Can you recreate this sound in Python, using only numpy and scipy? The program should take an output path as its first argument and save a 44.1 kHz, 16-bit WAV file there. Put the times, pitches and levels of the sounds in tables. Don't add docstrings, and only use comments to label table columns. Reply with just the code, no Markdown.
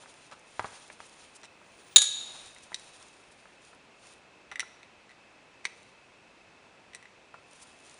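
import sys
import numpy as np
from scipy import signal
from scipy.fft import rfft, irfft, next_fast_len
from scipy.io import wavfile
from scipy.ndimage import map_coordinates

SR = 44100
rng = np.random.default_rng(int(sys.argv[2]) if len(sys.argv) > 2 else 0)


def dump(signal):
    limited = np.clip(np.atleast_2d(signal).T, -1, 1)
    pcm = np.round(limited * 32767).astype(np.int16)
    wavfile.write(sys.argv[1], SR, pcm)


N = 352667


def amp(db):
    return 10 ** (np.asarray(db) / 20)


def unit(x):
    return x / np.sqrt(np.mean(x ** 2) + 1e-20)


def along(points, hz):
    point_hz, values = np.transpose(points)
    return np.interp(np.log(hz + 1), np.log(point_hz + 1), values)


def filtered(x, response):
    size = next_fast_len(len(x) + SR // 4)
    return irfft(rfft(x, size) * response(np.fft.rfftfreq(size, 1 / SR)), size)[:len(x)]


def noise(tone):
    return unit(filtered(rng.standard_normal(N), lambda hz: amp(along(tone, hz))))


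def wobble(rate):
    return map_coordinates(rng.standard_normal(int(N * rate / SR) + 4), [np.arange(N) * rate / SR])


# (frequency [Hz], level [dB])
AIR_TONE = [(12, -42), (20, -19), (69, -8), (179, -4.5), (346, -3), (652, -3), (706, -3.5), (1020, -4.5),
            (1110, -6.5), (1980, -8), (2380, -6), (2640, -5.5), (2860, -10.5), (8010, -23.5),
            (11000, -30.5), (14300, -52), (22000, -120)]
# (frequency [Hz], level [dB])
WHINE_TONE = [(2000, -52.5), (2480, -19.5), (2590, 5.5), (2700, -12), (2950, -34)]

def background():
    return amp(-58.5) * noise(AIR_TONE) + amp(-69) * noise(WHINE_TONE)


def stroke(t, peak_s, half_s):
    return np.exp(-((t - peak_s) / half_s) ** 2)


# (fastest moment [s], half length [s], level [dB])
HAND_MOVES = [ (.04, 0.29, -60), (1.88, 0.21, -60.5), (2.35, 0.23, -52), (2.88, .2, -59.5), (3.2, 0.5, -67),
              (5.8, 0.14, -67.5), (7.62, .14, -59), (7.93, 0.13, -59), (.7, .2, -55), (1.17, .22, -58),
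              (3.68, .06, -63), (4.08, .08, -58), ]
# (time [s], level [dB])
GRIP_SLIPS = [ (.116, -62.5), (.927, -57), (1.064, -54.5), (1.361, -47), (2.636, -49), (3.322, -57),
              (7.561, -57), (7.627, -46.5)]
# (frequency [Hz], level [dB])
HISS_TONE = [(300, -2.5), (800, 6.5), (2000, 0.5), (3300, 5), (5000, 0.5), (7300, 2.5), (7950, -12),
             (8500, 3.5), (9600, 2), (11000, -10)]
# (frequency [Hz], level [dB])
CRINKLE_TONE = [(1000, -11), (3000, -8), (6000, -3), (9500, -2)]

def gloves(flutter_db=2.45, folds_per_s=45, snap_s=0.0012, crinkle_db=-4, grip_db=-88):
    t = np.arange(N) / SR
    sliding = sum(amp(db) * stroke(t, s, half_s) for s, half_s, db in HAND_MOVES)
    slipping = sum(amp(db) * stroke(t, s, half_s=0.011) for s, db in GRIP_SLIPS)
    hiss = noise(HISS_TONE) * amp(flutter_db * wobble(40))
    folds = rng.random(N) < folds_per_s / SR
    fold_sizes = amp(4.5 * np.minimum(rng.exponential(size=N), 2.5))
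    snaps = signal.lfilter([1], [1, -np.exp(-1 / (snap_s * SR))], folds * fold_sizes)
    crinkle = unit(snaps * noise(CRINKLE_TONE))
    rasp = noise(CRINKLE_TONE)
    return sliding * hiss + slipping * rasp + (amp(crinkle_db) * sliding + amp(grip_db)) * crinkle


def chatter(blows, gap_s, bounces=3, scatter=0.055):
    contacts = []
    for s, db, treble_db, ring_db, chatter_s in blows:
        flights = gap_s * np.exp(scatter * rng.standard_normal(bounces))
        for age in np.cumsum([0, *flights]):
            contacts.append((s + age, db - 60 * age / chatter_s, treble_db, ring_db))
    return contacts


def fade(t, fade_s):
    return amp(-60 * t / fade_s)


def strikes(contacts, notes, crack_tone, crack_db, crack_fade_s, treble_hz, bass_cut_hz, length_s=0.1):
    note_hz, note_db, fade_s = np.transpose(notes)
    track, t = np.zeros(N), np.arange(round(length_s * SR)) / SR
    waves = np.sin(2 * np.pi * note_hz[:, None] * t) * fade(t, fade_s[:, None])
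    treble_share = lambda hz: 1 / (1 + (treble_hz / (hz + 1)) ** 4)
    bass_cut = signal.butter(2, bass_cut_hz, "high", fs=SR)
    unit_start = lambda x: x / np.sqrt(np.mean(x[t < 0.005] ** 2))
    attack = 1 - np.exp(-t / 0.00015)
    for s, db, treble_db, ring_db in contacts:
        strengths = amp(note_db + rng.standard_normal(len(notes)) + treble_db * treble_share(note_hz))
        ring = strengths @ waves
        crack_gain = lambda hz: amp(along(crack_tone, hz) + treble_db * treble_share(hz))
        crack = filtered(rng.standard_normal(len(t)), crack_gain) * fade(t, crack_fade_s)
        blow = (amp(ring_db) * unit_start(ring) + amp(crack_db) * unit_start(crack)) * attack
        add(track, s, amp(db) * unit_start(signal.lfilter(*bass_cut, blow)))
    return track


def add(track, start_s, sound):
    stretch = track[round(start_s * SR):][:len(sound)]
    stretch += sound[:len(stretch)]


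# (time [s], level [dB], treble [dB], ring [dB], chatter time [s])
MAT_KNOCKS = [ (.035, -49.5, -2, -24.5, .006), (.059, -46, 7, 6, .006), (.313, -45.5, 19, -2, .006),
              (.3212, -41, 3, -2.5, 0.13), (.5946, -21.5, 0.5, 7, .006), (.6393, -48, -5, 7, 0.0068),
              (.6442, -28, -18.5, -1, 0.025), (.658, -47, 24, -10, 0.016), (1.0035, -38, 16, 12, 0.0071),
              (1.4355, -46.5, 2, 5, .05), (1.6155, -51, -15, -4, .006), (2.7192, -39, -6, 8.5, 0.005),
              (3.013, -53.5, 12, -5, .006), (3.456, -46, -8, 13, 0.022), (3.731, -48.5, -4.5, -2, .006),
              (4.5195, -38.5, -3, 4, 0.054), (4.6282, -38.5, -7, -15, .006), (7.3415, -40, -11, -7, .015)]
# (frequency [Hz], level [dB], fade time [s])
BENCH_NOTES = [(100, -19, 0.12), (480, -48, .03), (690, -17, .03), (937.4, -0.5, .018), (1300, 3.5, 0.011),
               (1590, 0, .009), (1983, -8, .01)]
# (frequency [Hz], level [dB])
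BENCH_CRACK_TONE = [(80, -5), (350, -15.5), (800, 1.5), (1400, 2.5), (2300, -11.5), (4000, -14.5),
                    (9000, -26.5)]

def mat_knocks():
    return amp(-4) * strikes(chatter(MAT_KNOCKS, gap_s=0.0048), BENCH_NOTES, BENCH_CRACK_TONE,
                             crack_db=-2.5, crack_fade_s=0.038, treble_hz=2190, bass_cut_hz=91)


# (time [s], level [dB], treble [dB], ring [dB], chatter time [s])
BLADE_CLICKS = [ (.9003, -43.5, -38, -21.5, .006), (1.432, -49.5, 8.5, -4, .8),
                (2.5625, -50.5, -23, -8, .006), (2.7285, -45, -25, 11.5, 0.0216),
                (2.744, -29, 11.5, -9, .012), (4.5148, -40, -4.5, 7, 0.076), (4.5572, -34, -8, 14, .006),
                (4.5953, -26.5, 2, 8, .006), (4.6033, -28.5, 2, 2.5, .012), (4.83, -48.5, -11, -4, .006),
                (5.093, -54, -6, 5, .6), (5.6445, -50, 4, -1.5, .006), (5.6524, -25, -6.5, -6.5, .016),
                (6.933, -49, -5, 5, 0.034), (6.948, -39.5, 11, 1, .04), (7.0263, -50.5, -1, 17, .02),
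                (7.0552, -48.5, -20, 9, 0.018)]
# (frequency [Hz], level [dB], fade time [s])
FRAME_NOTES = [(1856, -20.5, 0.022), (1971, 0, 0.025), (2040, -4, 0.03), (2320, -12.5, 0.03),
               (2720, -13, 0.022), (3690, -11.5, 0.03), (4100, -9.5, .012), (5860, -1, 0.008),
               (7630, -2, .004), (9600, -3.5, 0.0049)]
# (frequency [Hz], level [dB])
FRAME_CRACK_TONE = [(500, -10), (1200, -14.5), (1800, -0.5), (2450, 5), (3200, -2.5), (4100, 4.5),
                    (4900, -12.5), (5800, 0.5), (6800, -10.5), (7900, -5.5), (9200, -10.5), (10500, -18.5)]

def blade_clicks():
    return amp(-0.5) * strikes(chatter(BLADE_CLICKS, gap_s=0.0075), FRAME_NOTES, FRAME_CRACK_TONE,
                               crack_db=1, crack_fade_s=0.017, treble_hz=3254, bass_cut_hz=591)


# (time [s], level [dB], treble [dB], ring [dB], chatter time [s])
SCREW_LANDINGS = [ (1.9602, -6, 1, 3.5, 0.18), (2.008, -30, 5.5, -9, 0.056),
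                  (2.018, -14.5, 5.5, -9.5, 0.026)]
# (frequency [Hz], level [dB], fade time [s])
DISH_NOTES = [(1669, -29.5, 0.46), (3430, -16.5, .016), (3721, 1.5, 0.028), (3680, -24, 0.75),
              (3830, -6, .018), (4150, -13.5, 0.018), (6826.4, -8, 0.028), (6870, -0.5, .027),
              (6895, -29, 0.53), (8830, -17.5, 0.022), (10454, -7, .016)]
# (frequency [Hz], level [dB])
DISH_CRACK_TONE = [(300, -14), (1500, -4.5), (2800, -6.5), (3800, 3), (5200, -5), (6900, 3), (7900, -1.5),
                   (8700, 0.5), (9800, 1.5), (10500, 3)]

def screw_in_dish():
    clink = strikes(chatter(SCREW_LANDINGS, gap_s=0.0026), DISH_NOTES, DISH_CRACK_TONE,
                    crack_db=-3, crack_fade_s=0.048, treble_hz=5500, bass_cut_hz=1120, length_s=0.5)
    add(clink, SCREW_LANDINGS[0][0], bench_thump())
    return amp(-0.5) * clink


# (frequency [Hz], level [dB], fade time [s])
THUMP_NOTES = [(125, -45.5, 0.13), (500, -25.5, 0.046), (642, -44, .25), (1050, -33.5, 0.012)]

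def bench_thump(rise_s=0.0016):
    t = np.arange(SR // 4) / SR
    ring = sum(amp(db) * fade(t, fade_s) * np.sin(2 * np.pi * hz * t) for hz, db, fade_s in THUMP_NOTES)
    return ring * (1 - np.exp(-t / rise_s))


# (delay [s], level [dB])
HAND_ECHOES = [(.0051, -13.5), (.0078, -15), (0.0142, -18), (0.0185, -21.5)]
# (delay [s], level [dB])
DISH_ECHO = [(.0208, -12)]
# (frequency [Hz], fade time [s])
ROOM_FADE = [(100, .4), (700, .55), (2000, 0.69), (3800, 1), (7000, 0.71), (10500, 0.58)]

def workshop(sound, echoes, tail_db, build_s=0.011):
    hz, t, bands = signal.stft(rng.standard_normal(SR), SR, nperseg=256)
    fading_bands = bands * fade(t, along(ROOM_FADE, hz)[:, None])
    _, tail = signal.istft(fading_bands, SR, nperseg=256)
    tail *= 1 - np.exp(-np.arange(len(tail)) / (build_s * SR))
    response = amp(tail_db) * tail / np.linalg.norm(tail)
    response[0] = 1
    for delay_s, db in echoes:
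        response[round(delay_s * SR)] += amp(db)
    return signal.fftconvolve(sound, response)[:N]


def scene():
    clink = workshop(screw_in_dish(), DISH_ECHO, tail_db=-12.5)
    clicks = workshop(blade_clicks(), HAND_ECHOES, tail_db=-18)
    knocks = workshop(mat_knocks(), HAND_ECHOES, tail_db=-11.5)
    return (clink + clicks + knocks + gloves() + background())[None]


def record(dry, treble_hz=10300, top_hz=21000):
    steep_treble_cut = signal.butter(24, treble_hz, fs=SR, output="sos")
    heard = signal.sosfilt(steep_treble_cut, dry[0])
    clipped = np.clip(heard, -1, 1)
    return filtered(clipped, lambda hz: hz < top_hz)[None]


dry = scene()
out = record(dry)
dump(out)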